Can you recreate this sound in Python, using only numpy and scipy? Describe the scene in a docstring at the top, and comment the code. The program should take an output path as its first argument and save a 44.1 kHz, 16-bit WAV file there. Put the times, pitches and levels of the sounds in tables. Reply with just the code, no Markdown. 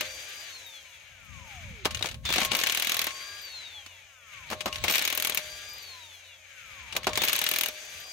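"""A cordless impact wrench loosens wheel nuts outdoors, an arm's length from a small stereo camera.
A first knock leads into a free-running motor that coasts down with a falling whine: gliding sine lines.
On three more nuts the socket knocks and whistles, the hammer strikes about 41 times a second, and the motor
runs free again. Blows are bursts of coloured noise that kick socket and wheel modes into ringing; whir, hiss
and ticks run along, with brief treble squeaks. Throughout, filtered noise makes wind rumble and drones."""
import sys
import numpy as np
from scipy import signal
from scipy.fft import rfft, irfft, next_fast_len
from scipy.io import wavfile
from scipy.ndimage import uniform_filter1d

SR = 44100
rng = np.random.default_rng(int(sys.argv[2]) if len(sys.argv) > 2 else 0)


def dump(signal):
    """Clip the signal to [-1, 1] and save it as 16-bit WAV at the path in sys.argv[1]."""
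    limited = np.clip(np.atleast_2d(signal).T, -1, 1)
    pcm = np.round(limited * 32767).astype(np.int16)
    wavfile.write(sys.argv[1], SR, pcm)


N = 358091
T = np.arange(N) / SR  # time, s

# Hammer on anvil, settling to 41 blows a second: start_s, level_db, treble_db (above level)
HAMMER_BLOWS = [(2.5503, -23, -2.5), (2.5673, -36, 12), (2.5803, -34, -8), (2.5895, -24.5, -5),
                (2.6001, -31.5, 3), (2.6132, -26, -9), (2.6364, -21, -3.5), (2.6626, -25.5, -18),
                (2.6698, -23.5, 0), (2.689, -33, -2), (2.697, -23.5, -5), (2.7223, -24.5, -1),
                (2.748, -24.5, 2), (2.7729, -23.5, 0), (2.798, -27, 3.5), (2.8223, -23, .6),
                (2.8472, -28.5, 0), (2.871, -24, 0), (2.8947, -23, 1), (2.919, -23, 0), (2.9439, -24, 0),
                (2.968, -26, 1), (2.992, -22.5, 0.5), (3.0162, -23.5, 0.5), (3.0423, -28, 4),
                (4.91, -28.5, 6.5), (4.9229, -25.5, -2), (4.9384, -25.5, -8), (4.9473, -25, -3),
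                (4.9556, -22, -0.5), (4.9677, -30.5, 3), (4.9814, -22.5, -3), (4.9923, -26.5, 1),
                (5.0149, -27, -11), (5.0227, -29, 4), (5.0408, -31, -12), (5.051, -22.5, 0.5),
                (5.0763, -24.5, .6), (5.1012, -27, 1), (5.126, -25, 0.5), (5.1504, -34, 9),
                (5.1752, -24, 3.5), (5.1995, -28, 6), (5.2234, -25.5, 3.5), (5.241, -35.5, -7),
                (5.248, -23, 2.5), (5.2717, -25, 5.5), (5.2965, -25, 2.5), (5.322, -30, -24),
                (5.3471, -28, 6.5), (5.3735, -21.5, -0.7), (7.25, -33.5, 10.5), (7.2768, -26, -15),
                (7.2842, -22, -1.5), (7.295, -26, 1.1), (7.322, -29, -15), (7.3306, -23.5, 7),
                (7.3476, -33, 0), (7.3536, -26, -13), (7.3627, -29, 5), (7.3814, -28, -18),
                (7.3899, -25.5, 4), (7.415, -23.5, 2.5), (7.4399, -26.5, 5), (7.4645, -21, -14),
                (7.4892, -26.5, 7), (7.5135, -24.5, 4), (7.5375, -25, 0.5), (7.5609, -23, 1),
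                (7.5861, -24, 5.5), (7.6099, -22.5, 1), (7.6347, -24, 2), (7.6599, -28.5, 3.5)]
# Socket knocks and jolts on the nut, and the last hammer blows as it breaks loose:
# start_s, level_db, treble_db (above level), thud_db (above level), t60_s
KNOCKS_AND_LAST_BLOWS = [(0.0086, -26, -4.5, -14.5, 0.055), (0.029, -46.5, -14, -2, 0.037),
                         (0.0521, -39, -11, -18.5, .042), (1.849, -28.5, -12, -13, 0.043),
                         (1.8543, -23, -6.5, -1.5, 0.057), (1.908, -32.5, -17, -21, 0.055),
                         (1.947, -27.5, -13, -27, 0.036), (1.9712, -36, -19, -15, 0.049),
                         (1.9925, -36, -14, -22, .037), (2.0098, -41, -20, 4.5, 0.037),
                         (2.0254, -23, -16, -19, 0.022), (2.0427, -35, -17, 1.5, 0.067),
                         (2.058, -29, -16, -22, .034), (2.0699, -35, -16, -15, 0.028),
                         (2.0882, -31, -21, -26, 0.026), (2.1128, -37, -16, -14, 0.061),
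                         (2.1435, -39.5, -15, -13, 0.037), (2.2524, -32, -11, -17, .12),
                         (2.2903, -29, -12, -4.5, .036), (2.3029, -27.5, -7, -4.5, .04),
                         (2.3255, -21.5, -7, -36, .025), (2.3375, -23.5, -3.5, -20, .056),
                         (2.359, -25.5, -5, -7, 0.078), (2.3821, -21.5, -15, -3.5, 0.03),
                         (2.4034, -29, -4, -13, .069), (2.4161, -25.5, -13, -7, 0.056),
                         (2.4318, -25.5, -11, -17, .022), (2.4484, -26, 0.5, -13, 0.077),
                         (2.512, -36, -12, -15, .04), (2.517, -21.5, -14, -10.5, 0.043),
                         (2.5325, -32, -11, -5.5, 0.15), (3.0683, -25, -0.5, -6.5, 0.032),
                         (3.1066, -39, -13, -18, 0.086), (3.862, -40, -11, -16, 0.048),
                         (4.5015, -35, -2.5, -9, 0.068), (4.5129, -36, -9, 0, 0.042),
                         (4.522, -39.5, -4, 5, 0.076), (4.5314, -33, -17, 2, 0.0099),
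                         (4.6067, -31, -14, -15.5, 0.064), (4.6581, -28.5, -6.5, 1.5, 0.068),
                         (4.6782, -37, -17, -10, 0.06), (4.7271, -29.5, -20, -41, 0.023),
                         (4.7441, -37, -21, -18.5, 0.043), (4.758, -29, -15, -19, 0.025),
                         (4.783, -38, -16, -13, 0.026), (4.839, -25.5, -6, -8, 0.11),
                         (4.8813, -22.5, -8, -15, 0.048), (4.8975, -23.5, -5, -11.5, 0.058),
                         (5.3898, -38, -7, -4, 0.022), (6.9249, -36, -28, -11, 0.068),
                         (6.9514, -40.5, -16, 2.5, 0.12), (6.9651, -22.5, -1, -11, 0.039),
                         (7.0322, -38, -10, -25.5, .035), (7.044, -33, -16, -22, .022),
                         (7.0688, -23, -9.5, 0.7, 0.064), (7.0917, -39, -12, -8, .049),
                         (7.1324, -29, -16, -17, .029), (7.1553, -24.5, -19, -26, .032),
                         (7.1744, -22.5, -2.5, -9.5, 0.058), (7.218, -21.5, -8, -10.5, 0.037),
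                         (7.2354, -21.5, -7, -11, .046), (7.6851, -29.5, 2.5, -11.5, 0.04)]
# Colour of struck socket and anvil: pitch_hz, relative level_db (per Hz)
STEEL_COLOUR = [(88, -48), (150, -18), (291, -10.5), (354, -25.5), (612, -16), (821, -5), (1120, 3),
                (1900, -8), (2270, -4), (2870, -4.5), (6510, -9.5), (10000, -5), (11300, -7), (14500, -5.5),
                (16000, -4)]
# Colour of the knock through wheel and hub: pitch_hz, relative level_db (per Hz)
THUD_COLOUR = [(70, -37), (180, -1), (420, -2), (700, 0), (1300, 1)]
# Brief modes of socket and anvil: pitch_hz, level_db (against the blow), t60_s
SOCKET_MODES = [(1764, -21.5, 0.049), (2290, -12.5, 0.021), (2630, -17.5, 0.018), (2878, -15, 0.063),
                (3310, -16, 0.052), (3773, -14, 0.032), (4390, -17, 0.013), (6636, -15, 0.034),
                (8270, -13, 0.0095), (11390, -13.5, 0.017), (14650, -13, 0.024)]
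# Wheel modes: pitch_hz, t60_s, then level_db at each of six places (against the thud)
WHEEL_MODES = [(525.6, 0.84, -7, -26.5, -29, -28, -30, -23), (612, 1, -0.5, -25.5, -23, -9.5, -12.5, -14.5),
               (1084, 0.95, -21, -22, -12, -27, -14, -18.5), (1190, 0.3, -14, -20, -22, -26, -18, -17)]
# When the socket touches the wheel at a new place: start_s
NEW_PLACE_S = [1.8, 2.4, 4.4, 4.65, 6.8]
# Free running: loose_s (nut comes loose), released_s (trigger let go), end_s (next nut),
# free_hz (rotor rate, before its slow gain), rest_s (time to coast to rest), level_db
FREE_RUNS = [(.03, .42, 1.84, 581, 2.0, 0), (3.085, 3.42, 4.49, 580, 2.05, 1.5),
             (5.39, 5.78, 6.92, 582, 2.12, 0), (7.71, 8.5, 8.5, 578, 2.1, -3)]
# Strong motor lines: multiple (of rotor rate), level_db (at REFERENCE_HZ), slope_db (per octave of rotor rate)
STRONG_MOTOR_LINES = [(8.01, -50, 12), (6, -67, -3.5), (10, -65, 3)]
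# Housing resonances the strong lines glide across: pitch_hz, gain_db
HOUSING_PEAKS = [(500, -5), (900, 0), (1200, 2), (1600, -0.5), (2050, -8), (2450, 0), (2650, -3),
                 (2860, 0.5), (3070, -7), (3400, 9), (3600, 1), (3780, 7.5), (3950, -2), (4200, 6.5),
                 (4480, -4), (4650, 2.5), (4900, -0.5), (5500, -12), (6000, -10.5)]
# Weaker motor lines: multiple (of rotor rate), power_db (under power), coast_db (coasting)
WEAK_MOTOR_LINES = [(2, -65, -65), (2.75, -57, -72), (4, -57, -77), (5, -70, -71), (5.5, -70, -86),
                    (7, -75, -68), (11, -78.5, -73), (12, -85, -80), (14, -85, -79)]
# Housing gain for the weaker lines: pitch_hz, gain_db
HOUSING_GAIN = [(500, -21), (800, -7), (1100, -0.5), (1500, -5), (2000, -9), (2800, 4.5), (4000, 7.5),
                (5000, -9), (10000, -23)]
# Rough whistles as the trigger is pulled: start_s, end_s, pitch_hz, level_db
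TRIGGER_WHISTLES = [(2.25, 2.333, 3565, -33.5), (2.252, 2.34, 15500, -52), (4.798, 4.89, 15600, -61),
                    (4.812, 4.843, 7840, -54), (7.186, 7.22, 3570, -34), (7.18, 7.235, 15600, -50)]
# Level curves of the running noise, read with straight lines between rows: start_s, whir_db, hiss_db
RUNNING_LEVELS = [(0, -35, -45), (.1, -40, -44), (.44, -41, -47), (.83, -48.5, -55), (1.15, -49.5, -61.5),
                  (1.54, -43, -54.5), (1.84, -46.5, -63), (2.1, -43.5, -62), (2.225, -64.5, -70),
                  (2.26, -35, -52), (2.42, -29, -50), (2.46, -36, -35), (2.505, -38, -61),
                  (2.55, -30.5, -41), (3.06, -34.5, -45), (3.128, -40, -43.5), (3.577, -43, -53),
                  (4.205, -54.5, -61.5), (4.345, -44.5, -55.5), (4.49, -44, -58.5), (4.56, -48.5, -59),
                  (4.8, -43, -60), (4.9, -31.5, -44), (5.38, -38.5, -47), (5.443, -39.5, -45),
                  (5.77, -43.5, -50), (6.43, -52, -60), (6.585, -46.5, -57), (6.88, -41.5, -56.5),
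                  (7.0, -47.5, -70), (7.15, -42.5, -58), (7.24, -30, -40), (7.69, -35, -43),
                  (7.717, -41, -46.5), (7.89, -40, -45.5), (8.117, -42.5, -48)]
# Colour of the whir at low rotor rates: pitch_hz, relative level_db (per Hz)
SLOW_WHIR_COLOUR = [(120, -32), (300, -28.5), (540, -21.5), (800, -12.5), (1300, -3.5), (2050, -5.5),
                    (2290, 3), (2550, -4.5), (3500, -7), (4600, -13), (6050, -14.5), (6450, -4),
                    (6850, -14.5), (9000, -25)]
# Colour of the whir near full speed: pitch_hz, relative level_db (per Hz)
FAST_WHIR_COLOUR = [(120, -31.5), (600, -10.5), (900, -9.5), (1600, -3), (1950, -5.5), (2300, -2),
                    (2600, -5), (3200, -4.5), (3850, -1.5), (4400, -4.5), (5200, -12.5), (6400, -6),
                    (7300, -16), (9000, -18)]
# Colour of the loose steel ticks: pitch_hz, relative level_db (per Hz)
CHATTER_COLOUR = [(4000, 20.5), (8000, -4.5), (10000, -2), (11500, -3), (14500, -6.5), (16500, -13)]
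# Thin treble squeaks and ticks: start_s, level_db, pitch_hz, t60_s
TREBLE_SQUEAKS = [(0.5048, -51, 14470, 0.06), (0.6644, -45, 14370, 0.077), (0.8924, -59, 14420, 0.06),
                  (3.4151, -44, 14500, 0.11), (3.4486, -43, 13940, 0.048), (4.9003, -24, 14000, 0.06),
                  (4.9244, -23, 13900, 0.06), (5.6854, -48, 14000, 0.042), (5.692, -45, 13800, 0.06),
                  (5.7329, -40, 14500, 0.064), (5.7808, -45, 14500, 0.058), (5.8252, -43, 14000, 0.061),
                  (7.237, -22.5, 14600, 0.11), (7.9994, -42, 14200, 0.063), (8.0394, -59, 14500, 0.053),
                  (8.0676, -52, 14300, 0.055)]
# Wind curves, read with straight lines between rows: start_s, level_db, pan_db (left minus right)
WIND_LEVELS = [(0, -57, -1), (.65, -74.5, 2), (1.08, -66.5, 9), (1.35, -52, 14), (1.5, -58.5, 0),
               (1.7, -44, 5), (1.79, -56, -1), (1.94, -39.5, 13.5), (2.12, -44, -4), (2.24, -46.5, 7),
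               (2.5, -48, -2), (2.65, -58.5, -4), (3.5, -69, 3), (4.25, -73, 2), (4.57, -50.5, -4),
               (4.86, -45.5, -1), (4.95, -64.5, 0), (5.45, -58, 0), (6.26, -78, -2), (6.81, -59, 0),
               (7.1, -47.5, 0), (7.24, -51, 2), (7.35, -62.5, -5), (8.12, -66, 1)]
# Colour of the wind rumble: pitch_hz, relative level_db (per Hz)
WIND_RUMBLE_COLOUR = [(15, -33), (30, -16), (60, -1), (95, -0.5), (130, -8.5), (250, -19), (400, -53)]
# Steady distant drones: pitch_hz, width_hz, level_db
DISTANT_DRONES = [(89.3, 3, -70.5), (537, 7.1, -74), (604, 120, -73)]
# Likeness of the two ports: pitch_hz, correlation (left with right)
PORT_LIKENESS = [(70, 0.58), (130, 1), (400, 0.86), (800, 0.85), (1400, 0.28), (4000, 0.1), (7000, 0.34),
                 (13000, 0.66)]
# Shading by the camera body: pitch_hz, pan_db (left minus right)
BODY_TILT = [(60, 0), (110, -0.5), (200, 1), (380, 0.5), (700, 3), (1290, 3), (2380, 10), (4400, -3),
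             (8120, 4.5), (15000, 2)]

HAMMER_THUD_DB, HAMMER_T60_S = -19, 0.038  # typical thud above the blow, and its decay
THUD_SCATTER_DB, PAN_SCATTER_DB = 3, 2.5  # spread from blow to blow
TREBLE_RISE_S = .002  # blows' treble attack
LOADED_HZ, SPIN_UP_S, CREEP_HZ_PER_S = 532, .022, 55  # rotor rate under load, its leap when freed, its slow gain
COAST_POWER = 1.87  # coasting rate = released rate * (share of coasting time left) ** power
REFERENCE_HZ = 600  # rotor rate for the strong lines' levels
FLARE_DB, SHIMMER_DB = 2.5, 1.5  # slow and quick level wander of the strong lines
FLICKER_DB = 1  # level wander of the whir
CHATTER_DB = -8  # loose steel, against the hiss
SHAKE_DB = (-6.5, -13.5, -16)  # whir, hiss and chatter shaken up by a blow, against its level
SHAKE_RISE_S, SHAKE_T60_S = 0.0027, 0.078  # smoothing time constant and decay of that shake
LEFT_DB = 4.5  # left minus right: the tool is to the left
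GUST_DB = 3  # each port has its own eddies
TOP_HZ = 15850  # treble limit of the camera


def undb(db):
    """Decibels to a plain gain."""
    return 10 ** (np.asarray(db) / 20)


def on_log(hz, table):
    """A (pitch_hz, value) table read on a log-frequency axis."""
    table_hz, values = np.transpose(table)
    return np.interp(np.log(np.maximum(hz, 1)), np.log(table_hz), values)


def pair(pan_db):
    """Left and right gains that differ by pan_db."""
    return undb(np.array([[.5], [-.5]]) * pan_db)


def decay(t, t60):
    """Exponential fall of 60 dB in t60 seconds."""
    return np.exp(-np.log(1000) * t / t60)


def noise(colour):
    """Two channels of coloured noise, rms 1, as alike as the port spacing allows."""
    size = next_fast_len(N)
    hz = np.arange(size // 2 + 1) * SR / size
    likeness = np.clip(on_log(hz, PORT_LIKENESS), -.5, 1)
    mid, side = rfft(rng.standard_normal((2, size))) * undb(on_log(hz, colour))
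    mid, side = mid * np.sqrt(1 + likeness), side * np.sqrt(1 - likeness)
    spectrum = np.array([mid + side, mid - side]) * pair(on_log(hz, BODY_TILT))
    x = irfft(spectrum, size)[:, :N]
    return x / x.std()


def band(x, lo_hz, hi_hz):
    """One frequency band, brought to rms 1."""
    y = signal.sosfilt(signal.butter(2, [lo_hz, hi_hz], "band", fs=SR, output="sos"), x)
    return y / y.std()


def walk(rate):
    """Random levels, rate of them a second, with straight slides between; spread 1."""
    hold = int(SR / rate)
    steps = np.repeat(rng.standard_normal(N // hold + 1), hold)
    levels = uniform_filter1d(steps, hold)[:N]
    return levels / levels.std()


def add(track, s, shape):
    """Lays a shape into a track from time s."""
    i = int(s * SR)
    n = min(shape.shape[-1], N - i)
    track[..., i:i + n] += shape[..., :n]


def struck():
    """Knocks and hammer blows together, in rows of start_s, level_db, treble_db, thud_db, t60_s."""
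    count = len(HAMMER_BLOWS)
    thud_db = HAMMER_THUD_DB + THUD_SCATTER_DB * rng.standard_normal(count)
    hammer = np.column_stack([HAMMER_BLOWS, thud_db, np.full(count, HAMMER_T60_S)])
    return np.vstack([KNOCKS_AND_LAST_BLOWS, hammer])


def blows(hits, rise_s=0.00045, treble_t60=0.58, thud_t60=1.59, crest_db=2):
    """Steel on steel: a quick rise and a dying rattle, where the thud lasts longest and the treble least."""
    steel, t = noise(STEEL_COLOUR), T[:SR // 5]
    envelopes = np.zeros((3, 2, N))
    pans_db = PAN_SCATTER_DB * rng.standard_normal(len(hits))
    for (s, db, treble_db, thud_db, t60), pan_db in zip(hits, pans_db):
        # band level dB, stretch of t60, rise s
        parts = [(thud_db, thud_t60, rise_s), (0, 1, rise_s), (treble_db, treble_t60, TREBLE_RISE_S)]
        for envelope, (part_db, stretch, rise) in zip(envelopes, parts):
            shape = np.minimum(t / rise, 1) * decay(t, max(t60 * stretch, .005))
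            add(envelope, s - rise / 2, undb(db + part_db + crest_db) * pair(pan_db) * shape)
    bands = band(noise(THUD_COLOUR), 78, 1120), band(steel, 1890, 6260), band(steel, 10100, 14440)
    return sum(envelope * b for envelope, b in zip(envelopes, bands))


def ring(kicks, hz, t60):
    """One mode: a resonator that each kick sets off as a dying sine."""
    pole = np.exp(2j * np.pi * hz / SR - np.log(1000) / (t60 * SR))
    return signal.lfilter([1], [1, -pole], kicks).imag


def rings(hits, ring_db=8):
    """Every blow sets the socket's modes going in new random shares; its thud kicks the wheel's modes."""
    s, db, treble_db, thud_db = hits.T[:4]
    at, out = (s * SR).astype(int), 0
    share = rng.standard_normal((len(s), len(SOCKET_MODES), 2))
    for k, (hz, mode_db, t60) in enumerate(SOCKET_MODES):
        kicks = np.zeros((2, N))
        kick_db = db + mode_db + ring_db + treble_db * (hz > 8000)
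        kicks[:, at] = share[:, k].T * undb(kick_db)
        out = out + ring(kicks, hz, t60)
    place = np.searchsorted(NEW_PLACE_S, s)
    for hz, t60, *place_db in WHEEL_MODES:
        kicks = np.zeros(N)
        kicks[at] = undb(db + thud_db + np.array(place_db)[place])
        out = out + ring(kicks, hz, t60)
    return out


def rotor():
    """Rotor rate: it leaps when freed, gains slowly, then coasts; also free-running gain and coasting share."""
    hz, free, coasting = np.full(N, 1. * LOADED_HZ), np.zeros(N), np.zeros(N)
    for loose, released, end, free_hz, rest_s, db in FREE_RUNS:
        driven_s = np.clip(T - loose, 0, released - loose)
        lag_hz = (free_hz - LOADED_HZ) * np.exp(-driven_s / SPIN_UP_S)
        driven_hz = free_hz + CREEP_HZ_PER_S * driven_s - lag_hz
        time_left = np.clip(1 - np.maximum(T - released, 0) / rest_s, .01, 1)
        on = (T >= loose) & (T < end)
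        hz[on] = (driven_hz * time_left ** COAST_POWER)[on]
        free[on] = undb(db)
        coasting[on & (T > released)] = 1
    # soften the switching
    return hz, uniform_filter1d(free, size=350), uniform_filter1d(coasting, size=2000)


def motor(waver=0.0022, patchy_db=4):
    """The whine: multiples of the rotor rate come and go as they cross the housing's resonances."""
    out = np.zeros((2, N))
    hz, free, coasting = rotor()
    turn = 2 * np.pi * np.cumsum(hz * (1 + waver * walk(60))) / SR
    lines = []
    for k, db, slope_db in STRONG_MOTOR_LINES:
        speed_db = slope_db * np.log2(hz / REFERENCE_HZ)
        wander_db = FLARE_DB * walk(12) + SHIMMER_DB * walk(35)
        lines.append((k, db + speed_db + on_log(k * hz, HOUSING_PEAKS) + wander_db))
    for k, power_db, coast_db in WEAK_MOTOR_LINES:
        db = power_db + coasting * (coast_db - power_db)
        lines.append((k, db + on_log(k * hz, HOUSING_GAIN) + patchy_db * walk(12)))
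    for k, db in lines:
        # the two ports hear each line at a different phase
        phase = np.array([[0], [1]]) * rng.uniform(-1, 1)
        out += np.sqrt(2) * undb(db) * np.sin(k * turn + phase)
    return out * free


def whistles(width=0.029, edge_s=0.0056):
    """Narrow bands of noise while the motor is switched on under load; width is a share of the pitch."""
    out = 0
    for start, end, hz, db in TRIGGER_WHISTLES:
        gate = np.clip(np.minimum(T - start, end - T) / edge_s, 0, 1)
        tone = band(rng.standard_normal((2, N)), hz * (1 - width / 2), hz * (1 + width / 2))
        out = out + undb(db) * gate * tone
    return out


def shaking(hits):
    """A smoothed, dying envelope that every blow lifts."""
    shake = np.zeros(N)
    shake[(hits[:, 0] * SR).astype(int)] = undb(hits[:, 1])
    shake = signal.lfilter([1], [1, -decay(1 / SR, SHAKE_T60_S)], shake)
    smooth = 1 / (SHAKE_RISE_S * SR)
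    return signal.lfilter([smooth], [1, smooth - 1], shake)


def running(hits, low_db=-9, grains=900, scatter_db=2, grain_s=0.007, slow_hz=250, fast_hz=520):
    """A flickering whir in the housing's resonances, and dense small ticks of loose steel above it."""
    s, whir_db, hiss_db = np.transpose(RUNNING_LEVELS)
    shake = shaking(hits)
    whir_gain, hiss_gain, tick_gain = (
        np.hypot(undb(np.interp(T, s, db)), undb(shake_db) * shake)
        for db, shake_db in zip([whir_db, hiss_db, hiss_db + CHATTER_DB], SHAKE_DB))
    # the colour crossfades with rotor rate
    fast = np.clip((rotor()[0] - slow_hz) / (fast_hz - slow_hz), 0, 1)
    colours = noise(SLOW_WHIR_COLOUR), noise(FAST_WHIR_COLOUR)
    whir = 0
    for lo, hi, gain in [(200, 1400, whir_gain * undb(low_db)), (1150, 5000, whir_gain), (4200, 8000, hiss_gain)]:
        slow_part, fast_part = (band(c, lo, hi) for c in colours)
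        blend = np.sqrt(1 - fast) * slow_part + np.sqrt(fast) * fast_part
        whir = whir + gain * undb(FLICKER_DB * walk(40)) * blend
    # about `grains` ticks a second, each a small decaying burst
    ticks = (rng.random(N) < grains / SR) * undb(scatter_db * rng.exponential(size=N))
    ticks = signal.lfilter([1], [1, -np.exp(-1 / (grain_s * SR))], ticks)
    chatter = band(noise(CHATTER_COLOUR), 9460, 18800) * ticks / np.sqrt(np.mean(ticks ** 2))
    return whir + chatter * tick_gain


def squeaks(flutter_hz=70, depth=.4):
    """Short dying sines near the top of hearing, fluttering in level."""
    out, t = np.zeros(N), T[:SR // 4]
    for s, db, hz, t60 in TREBLE_SQUEAKS:
        envelope = np.minimum(t / .002, 1) * decay(t, t60)
        flutter = 1 + depth * np.cos(2 * np.pi * flutter_hz * t)
        add(out, s, undb(db) * envelope * flutter * np.sin(2 * np.pi * hz * t))
    return out


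def outdoors():
    """Gusts rumble on the ports as low coloured noise, over narrow noise bands for distant drones."""
    s, db, pan_db = np.transpose(WIND_LEVELS)
    eddies = undb(GUST_DB * np.array([walk(9), walk(9)]))
    gusts = undb(np.interp(T, s, db)) * pair(np.interp(T, s, pan_db)) * eddies
    out = noise(WIND_RUMBLE_COLOUR) * gusts
    for hz, width_hz, hum_db in DISTANT_DRONES:
        out = out + undb(hum_db) * band(rng.standard_normal(N), hz - width_hz / 2, hz + width_hz / 2)
    return out


def scene():
    """The wrench's blows, tones and running noise, over the outdoors."""
    hits = struck()
    tones = rings(hits) + motor() + whistles() + squeaks()
    return blows(hits) + running(hits) + pair(LEFT_DB) * tones + outdoors()


def record(dry):
    """The camera cuts the top with a steep low-pass."""
    return signal.sosfilt(signal.ellip(10, .2, 60, TOP_HZ, fs=SR, output="sos"), dry)


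dry = scene()
out = record(dry)
dump(out)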